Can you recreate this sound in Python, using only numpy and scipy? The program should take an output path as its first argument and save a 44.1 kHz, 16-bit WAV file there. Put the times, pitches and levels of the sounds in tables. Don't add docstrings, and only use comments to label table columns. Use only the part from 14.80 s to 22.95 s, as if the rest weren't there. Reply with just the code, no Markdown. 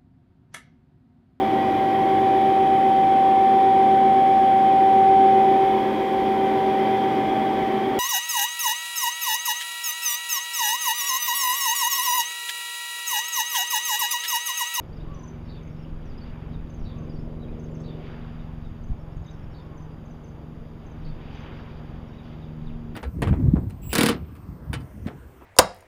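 import sys
import numpy as np
from scipy import signal
from scipy.fft import rfft, irfft, next_fast_len
from scipy.io import wavfile
from scipy.ndimage import uniform_filter1d

SR = 44100
rng = np.random.default_rng(int(sys.argv[2]) if len(sys.argv) > 2 else 0)


def boost_factor(decibels):
    exponent = np.asarray(decibels, float) / 20
    return 10 ** exponent


def int16_out(signal):
    q = np.round(np.clip(np.atleast_2d(signal).T, -1, 1) * 32767)
    wavfile.write(sys.argv[1], SR, q.astype(np.int16))


N = 359415
TIME = np.arange(N) / SR
STEP = 64

# (frequency [Hz], relative density [dB per Hz])
HISS_COLOUR = [(3000, -12.5), (6500, 2.5), (7100, -6), (7800, -27), (8600, -3.5), (9500, 0.5),
               (12000, -1.5), (14950, 1.5), (15050, -3), (15300, -4)]
TREES_COLOUR = [(1000, 2), (2000, 2.5), (3500, -1), (4900, -4), (5100, -10.5), (7000, -21.5), (7800, -46)]
WIND_COLOUR = [(8, -14), (20, 2), (40, -9), (80, -13), (160, -19), (400, -49)]
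REEF_COLOUR = [(30, -15), (100, 2), (250, 0), (400, -6.5), (700, -10.5), (1200, -17), (2000, -32),
               (4000, -44), (8000, -62)]
BREAKER_COLOUR = [(120, -18), (250, -4), (400, -0.5), (600, -8.5), (900, -26)]
WASH_COLOUR = [(300, -27.5), (800, 5), (1500, 0.5), (2200, -6.5), (3500, -14.5)]
SPRAY_COLOUR = [(1200, -13.5), (2200, -1.5), (3000, -1.5), (4800, -6.5), (5200, -18), (7000, -29),
                (7800, -54)]

# (mean frequency [Hz], mean peak level [dB])
WHINES = [(4736, -81.5), (6593, -87.5), (7100, -92), (9470, -102), (9850, -99)]
# (frequency [Hz], level [dB])
TICK_RINGS = [(7000, -71), (8400, -80.5)]
# (frequency [Hz], width [Hz])
HOUSING_NOTCHES = [(4200, 648), (8800, 757), (12580, 440), (12790, 200)]
HISS_DB, TREES_DB = -79, -67
TICK_HZ, FIRST_TICK_S = 59.94, .0119

# (peak time [s], level [dB], time to fall 10 dB [s])
WIND_PEAKS = [(.18, -37, 0.46), (.9, -37, 0.26), (1.1, -38.5, 0.07), (1.27, -34, 0.08), (1.46, -35.5, 0.11),
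              (1.79, -30, 0.1), (2.04, -30.5, 0.06), (2.22, -35, 0.12), (2.36, -33.5, 0.09),
              (2.68, -39.5, 0.3), (3.5, -40.5, 0.27), (3.86, -36, 0.15), (4.11, -28, 0.0662),
              (4.38, -32, 0.06), (4.65, -38.5, 0.1), (5.01, -35.5, .05), (5.4, -46, .5), (5.94, -39.5, .1),
              (6.28, -33.5, 0.1557), (6.63, -36, 0.0068), (6.97, -37, 0.07), (7.19, -43.5, .06),
              (8.12, -40.5, 0.5)]
# (time of sudden push [s], level before shaping [dB], time scale [s])
BUFFETS = [(4.1025, -24, .004), (4.119, -18.5, .009)]
CALM_WIND_DB = -48

# (time [s], level [dB])
REEF_LEVEL = [(0, -47), (1.5, -46.5), (3.2, -45.5), (3.9, -47.5), (5.1, -45), (5.9, -46.5), (6.7, -46.5),
              (7.3, -45), (8.15, -45)]
# (time [s], level [dB])
BREAKER_LEVEL = [(0, -50), (1.8, -53), (2.3, -47), (2.8, -45), (3.2, -44.5), (3.6, -59), (5, -55),
                 (6.3, -54.5), (6.7, -48.5), (7.1, -55.5), (8.15, -53.5)]
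# (crest time [s], wash level [dB], spray level [dB], time to fall 10 dB [s])
WAVES = [(.4, -59, -65.5, 1.24), (1.5, -54.5, -63, .5), (2.2, -64, -66, .6), (3.33, -52, -57, .42),
         (4.6, -60.5, -72.5, 0.94), (6.15, -59, -70, .35), (6.66, -49, -54, .5), (7.55, -61, -61, .45)]
# (start time [s], peak level [dB], starting pitch [Hz])
DROPS = [(1.5395, -47, 2270), (3.2704, -46, 1930), (3.2994, -46.5, 1750), (3.449, -46, 1490),
         (6.511, -43, 2650), (6.5892, -45, 2100), (6.6623, -39, 2955), (6.7894, -46, 2600)]
CALM_WASH_DB, CALM_SPRAY_DB = -64, -70
WAVE_RISE_SHARE, SPRAY_LEAD_S = .5, .08
BUBBLE_COUNT = 1500

# (time, 9 ms after onset [s], peak level [dB], reference pitch, ends at 0.985 of it [Hz])
CHIPS = [(0.345, -52.5, 5940), (0.3934, -53.5, 5970), (0.4359, -49, 6025), (0.48, -49, 6070),
         (0.831, -62.5, 6300), (0.8734, -62, 6370), (1.9007, -58, 6240), (1.943, -57, 6360),
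         (2.1848, -59.5, 6260), (2.2328, -66, 6270), (2.797, -58, 6210), (2.8407, -57, 6375),
         (2.9483, -55.5, 6174), (3.0016, -58, 6316), (4.0382, -60.5, 6210), (4.0816, -66, 6470),
         (4.368, -64, 6590), (4.4214, -68, 6600), (4.4638, -57.5, 6220), (4.5109, -57.5, 6180),
         (4.9758, -58, 6100), (5.0227, -60, 6120), (5.2558, -62.5, 6290), (5.3081, -60.5, 6070),
         (5.442, -57.5, 6150), (5.4839, -60.5, 6230), (6.0645, -61, 6230), (6.115, -63, 6165),
         (6.552, -59, 6030), (6.6019, -60.5, 6180)]
# (start time [s], length [s], start pitch [Hz], end pitch [Hz], level [dB])
NOTES = [(.127, 0.0126, 4500, 5000, -60.5), (0.167, .017, 5230, 4390, -62),
         (0.189, 0.052, 4580, 4580, -71.5), (0.197, 0.0293, 3574, 3950, -61.5), (.65, .03, 5500, 5100, -73),
         (.74, 0.053, 2790, 2514, -68), (0.809, .118, 2200, 2313, -68), (.915, .025, 5540, 5590, -74),
         (.965, 0.031, 5320, 4970, -72), (.978, 0.143, 2820, 2980, -70), (.992, .02, 5550, 5550, -72),
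         (1.02, .03, 5410, 5050, -68.5), (1.253, .045, 6150, 5150, -71), (1.292, .042, 5100, 4350, -65),
         (1.377, 0.0186, 4940, 4920, -58.5), (1.409, 0.0403, 4464, 4690, -57),
         (1.733, .035, 3930, 3496, -62), (1.991, .028, 6500, 4500, -70), (2.02, .05, 5350, 5720, -74),
         (2.159, .09, 2544, 2602, -69), (2.268, .024, 2383, 2330, -65.5), (2.293, .034, 5000, 4650, -62.5),
         (2.328, .027, 5350, 5600, -70), (2.354, .038, 4680, 4500, -63), (2.385, 0.0345, 5100, 5250, -68.5),
         (2.599, 0.0217, 3960, 3900, -66), (2.619, .026, 3940, 3745, -56.5),
         (2.639, 0.0257, 3410, 3090, -66), (2.679, 0.031, 2584, 2310, -63), (2.91, .015, 7450, 7000, -72),
         (2.952, .02, 5800, 5200, -70), (2.99, .05, 5240, 5650, -73.5), (3.012, .012, 7800, 7450, -72),
         (3.59, .03, 3748, 3593, -64.5), (3.84, 0.048, 3835, 3547, -66.5), (4.015, .02, 4800, 4450, -73),
         (4.19, .04, 5380, 5380, -75), (4.32, .025, 5400, 5200, -74), (4.439, 0.019, 5500, 4400, -69),
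         (4.453, 0.0193, 3820, 3670, -65), (4.477, 0.0278, 3608, 3896, -57), (4.53, .025, 5550, 5200, -72),
         (4.627, .025, 5500, 5200, -73), (4.71, .03, 5600, 5100, -72), (4.82, 0.024, 5080, 5280, -71.5),
         (5.1, .14, 4870, 4800, -76), (6.214, .02, 5200, 5900, -75), (7.28, .02, 5800, 5200, -73),
         (7.329, .04, 3710, 3966, -66), (7.379, 0.0296, 4000, 3425, -61), (7.615, 0.0397, 3890, 3400, -61),
         (7.859, 0.0155, 5010, 4200, -68), (7.863, 0.0268, 3997, 3344, -59), (7.893, .018, 3255, 2104, -60),
         (7.93, .03, 3710, 3055, -67)]
# (start time [s], length [s], top pitch [Hz], level [dB])
COOS = [(.265, .16, 1160, -53), (.43, .035, 1060, -52), (2.115, .2, 1150, -58.5), (4.785, .28, 1115, -59.5)]
COO_ARCH = (.84, 1, .99, .95, .89, .86)
# (start time [s], nominal length [s], held upper voice [dB], falling lower voice [dB])
CHURRS = [(0.674, 0.1206, -60.5, -59.5), (2.042, 0.0957, -60.5, -58.5), (3.032, 0.102, -61, -57.5),
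          (4.73, .1, -61, -63), (6.245, 0.089, -58, -65.5)]
CHURR_UPPER_HZ, CHURR_FIRST_HZ, CHURR_END_HZ, CHURR_OVERTONE_HZ = 4477, 3950, 3531, 5057
RASP_NOTE, RASP_COO, RASP_CHURR, RASP_FLOCK = .42, .15, .75, .8
LONG_RASP_PER_S = 16
ATTACK_BEND = .7
CHIP_PEAK_SHARE = .5
TWITTER_COUNT = 70
ECHO_DB, ECHO_T60_S, ECHO_TOP_HZ = -5.5, .3, 7000

# (time [s], main blade rate [Hz])
BLADE_RATE = [(0.0, 22.236), (1.5, 22.236), (3.0, 22.272), (4.5, 22.07), (6.0, 22.028), (7.0, 21.928),
              (8.15, 21.96)]
# (multiple of blade rate [-], relative level [dB])
BLADE_ORDERS = [(1, -4.5), (2, -0.5), (3, -0.5), (4, -0.5), (5, -3), (6, -3), (7, -8.5), (8, -10.5),
                (9, -13.5), (10, -16), (12, -19)]
# (time [s], level [dB])
BLADE_LEVEL = [(0, -48.5), (1, -46.5), (2, -44.5), (3, -45.5), (4, -47), (5, -51), (6, -49.5), (7, -49),
               (8.15, -47.5)]
# (time [s], 2nd multiple [dB], 3rd multiple [dB])
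TAIL_LEVEL = [(0, -45.5, -59), (.52, -44.5, -48.5), (1.16, -43, -52), (1.41, -48, -46), (1.95, -41, -49),
              (2.18, -42, -43.5), (3.0, -39.5, -45), (3.38, -43, -45), (3.6, -42, -44.5),
              (4.13, -44.5, -47), (4.27, -43.5, -66), (4.81, -47, -55), (5.0, -42.5, -57),
              (5.2, -44.5, -52), (6.0, -47.5, -48.5), (6.25, -41, -53), (6.46, -48, -49),
              (6.72, -44.5, -49.5), (7.08, -43.5, -47), (7.35, -48, -45.5), (7.6, -39.5, -47),
              (8.06, -44, -39.5), (8.15, -40, -42)]
FIRST_BLADE_S, TAIL_RATIO, TAIL_START_TURNS = .0067, 3.533, .38
TAIL_FIRST_DB, TAIL_FOURTH_DB = -12.5, -15
TAIL_SWAY_DB, TAIL_SWAY_RATE_HZ = .8, 6.


def curve(table, column=1):
    points = np.array(table)
    return np.interp(TIME, points[:, 0], points[:, column])


def fine(slow):
    return np.interp(np.arange(N) / STEP, np.arange(len(slow)), slow)


def walk(rate_hz):
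    hold, size = max(int(SR / STEP / rate_hz), 1), N // STEP + 2
    held = np.repeat(rng.standard_normal(size // hold + 1), hold)
    slewed = uniform_filter1d(uniform_filter1d(held, hold), hold)
    return 1.303 * slewed[:size]


def rush(colour, patchy_db, rate_hz):
    size = next_fast_len(N, real=True)
    octave = np.log2(np.arange(size // 2 + 1) * SR / size + 1)
    hz, db = np.transpose(colour)
    gain = boost_factor(np.interp(octave, np.log2(hz), db, -90, -90))
    spectrum = rfft(rng.standard_normal(size)) * gain
    centres = np.arange(np.ceil(np.log2(hz[0])), np.log2(hz[-1]), 1.5)
    inside = np.clip(octave, centres[0], centres[-1])
    out = 0
    for centre in centres:
        distance = np.clip((inside - centre) / 1.5, -1, 1)
        share = np.cos(distance * np.pi / 2) ** 2
        flicker = fine(boost_factor(patchy_db * walk(rate_hz)))
        out = out + irfft(spectrum * share, size)[:N] * flicker
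    return out / np.std(out)


def swells(calm_db, rows, rise_share=1):
    power = boost_factor(calm_db) ** 2
    for s, db, fall_s in rows:
        distance_s = np.maximum(TIME - s, (s - TIME) / rise_share)
        power = power + boost_factor(db - 10 * distance_s / fall_s) ** 2
    return np.sqrt(power)


def add(out, start_s, sound):
    i = int(start_s * SR)
    out[i:i + len(sound)] += sound[:N - i]


def camera():
    out = boost_factor(HISS_DB) * rush(HISS_COLOUR, patchy_db=0., rate_hz=8.)
    for hz, db in WHINES:
        level = fine(boost_factor(db + 1.5 * walk(30)))
        phase = 2 * np.pi * np.cumsum(fine(hz + 8 * walk(60))) / SR
        out += level * np.sin(phase)
    t = ((TIME - FIRST_TICK_S) * TICK_HZ + .5) % 1 / TICK_HZ - .5 / TICK_HZ
    tick = np.exp(-(t / .0006) ** 2)
    rings = sum(boost_factor(db) * np.sin(2 * np.pi * hz * t) for hz, db in TICK_RINGS)
    return out + tick * rings


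def trees():
    return boost_factor(TREES_DB) * rush(TREES_COLOUR, patchy_db=0.75, rate_hz=2.0)


def wind():
    out = swells(CALM_WIND_DB, WIND_PEAKS) * rush(WIND_COLOUR, patchy_db=3.5, rate_hz=12.)
    for s, db, length_s in BUFFETS:
        t = (TIME - s) / length_s
        out += boost_factor(db) * np.tanh(4.0 * t) * np.exp(-t ** 2 / 2)
    return out


def reef():
    roar = boost_factor(curve(REEF_LEVEL)) * rush(REEF_COLOUR, patchy_db=0.94, rate_hz=6.)
    breaker = boost_factor(curve(BREAKER_LEVEL)) * rush(BREAKER_COLOUR, patchy_db=0.9, rate_hz=6.5)
    return roar + breaker


def bubble(hz):
    t = TIME[:SR // 160]
    age = t * hz / 1.29
    return age * np.exp(1 - age) * np.sin(2 * np.pi * hz * t * (1 + 30 * t))


def shore():
    wash = rush(WASH_COLOUR, patchy_db=0.57, rate_hz=25.)
    spray = rush(SPRAY_COLOUR, patchy_db=2.0, rate_hz=40.)
    for when, pitch, size in rng.random((BUBBLE_COUNT, 3)):
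        level = boost_factor(-2.5 + 14 * size ** 3)
        add(spray, when * N / SR, level * bubble(1100 * 3.6 ** pitch))
    wash_rows = [(s, db, fall_s) for s, db, _, fall_s in WAVES]
    spray_rows = [(s - SPRAY_LEAD_S, db, fall_s) for s, _, db, fall_s in WAVES]
    out = wash * swells(CALM_WASH_DB, wash_rows, WAVE_RISE_SHARE)
    out = out + spray * swells(CALM_SPRAY_DB, spray_rows, WAVE_RISE_SHARE)
    for s, db, hz in DROPS:
        add(out, s, boost_factor(db) * bubble(hz))
    return out


def glide(length_s, *hz):
    place = np.linspace(0, 1, int(length_s * SR))
    pitch_hz = np.interp(place, np.linspace(0, 1, len(hz)), hz)
    return place, 2 * np.pi * np.cumsum(pitch_hz) / SR


def note(length_s, db, rasp, *hz):
    place, phase = glide(length_s, *hz)
    shake = uniform_filter1d(rng.standard_normal((2, SR // 2)), size=90)
    shake = uniform_filter1d(shake, size=60)[:, :len(place)] * 11
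    swell = np.sqrt(2 * np.sin(np.pi * place ** ATTACK_BEND))
    return boost_factor(db + 5 * rasp * shake[0]) * swell * np.sin(phase + rasp * shake[1])


def chip(db, hz):
    fall = np.array([1.27, 1.14, 1.035, 1.003, .99, .985, .985])
    place, phase = glide(.028, *hz * fall)
    rise = .08 + (place / CHIP_PEAK_SHARE) ** 2.2
    decay = boost_factor(-45 * (place - CHIP_PEAK_SHARE))
    return boost_factor(db) * np.minimum(rise, decay) * np.sin(phase)


def add_churr(out, s, length_s, upper_db, lower_db):
    upper, first, end = CHURR_UPPER_HZ, CHURR_FIRST_HZ, CHURR_END_HZ
    add(out, s, note(0.8 * length_s, upper_db, RASP_CHURR, .98 * upper, upper, upper))
    add(out, s + .08 * length_s,
        note(0.5 * length_s, lower_db, RASP_CHURR, .97 * first, first, .99 * first))
    add(out, s + .45 * length_s,
        note(0.6 * length_s, lower_db - 2.5, RASP_CHURR, 1.06 * end, 1.01 * end, end))
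    add(out, s, note(0.57 * length_s, upper_db - 16.5, RASP_CHURR / 2, CHURR_OVERTONE_HZ, CHURR_OVERTONE_HZ))


def tree_echo(sound):
    t = TIME[:SR // 2]
    leaves = rng.standard_normal(len(t)) * boost_factor(-60 * t / ECHO_T60_S) * (t > .004)
    low_pass = signal.butter(2, ECHO_TOP_HZ, fs=SR, output="sos")
    leaves = signal.sosfilt(low_pass, leaves / np.linalg.norm(leaves))
    return boost_factor(ECHO_DB) * signal.fftconvolve(sound, leaves)[:N]


def birds():
    out = np.zeros(N)
    for s, db, hz in CHIPS:
        add(out, s - .009, chip(db, hz))
    for s, length_s, *hz, db in NOTES:
        hoarse = 1 + LONG_RASP_PER_S * length_s * (hz[0] < 3000)
        add(out, s, note(length_s, db, RASP_NOTE * hoarse, *hz))
    for s, length_s, hz, db in COOS:
        add(out, s, note(length_s, db, RASP_COO, *hz * np.array(COO_ARCH)))
    for row in CHURRS:
        add_churr(out, *row)
    for when, pitch, bend, size in rng.random((TWITTER_COUNT, 4)):
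        hz = 4400 + 700 * pitch
        add(out, when * N / SR, note(0.025, -84 + 7 * size, RASP_FLOCK, hz * (1.05 + 0.11 * bend), hz))
    return out + tree_echo(out)


def helicopter():
    turns = np.cumsum(curve(BLADE_RATE)) / SR
    blade = 2 * np.pi * (turns - FIRST_BLADE_S * BLADE_RATE[0][1])
    unsteady = fine(boost_factor(1.43 * walk(7.2)))
    thump = -unsteady * sum(boost_factor(db) * np.sin(round(k) * blade) for k, db in BLADE_ORDERS)
    tail = 2 * np.pi * (TAIL_RATIO * turns + TAIL_START_TURNS)
    second_db, third_db = curve(TAIL_LEVEL), curve(TAIL_LEVEL, column=2)
    levels_db = [second_db + TAIL_FIRST_DB, second_db, third_db, second_db + TAIL_FOURTH_DB]
    hum = 0
    for k, db in enumerate(levels_db, start=1):
        sway_db = TAIL_SWAY_DB * fine(walk(TAIL_SWAY_RATE_HZ))
        hum = hum + boost_factor(db + sway_db) * np.cos(k * tail)
    return np.sqrt(2) * (boost_factor(curve(BLADE_LEVEL)) * thump + hum)


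def scene():
    return (trees() + wind() + reef() + shore() + birds() + helicopter())[None]


def band_limit(x):
    return signal.sosfilt(signal.butter(12, 16320, fs=SR, output="sos"), x)


def record(dry):
    sound = dry + camera()
    for hz, width_hz in HOUSING_NOTCHES:
        b, a = signal.iirnotch(hz, hz / width_hz, fs=SR)
        sound = signal.lfilter(b, a, sound)
    return band_limit(sound)


dry = scene()
out = record(dry)
int16_out(out)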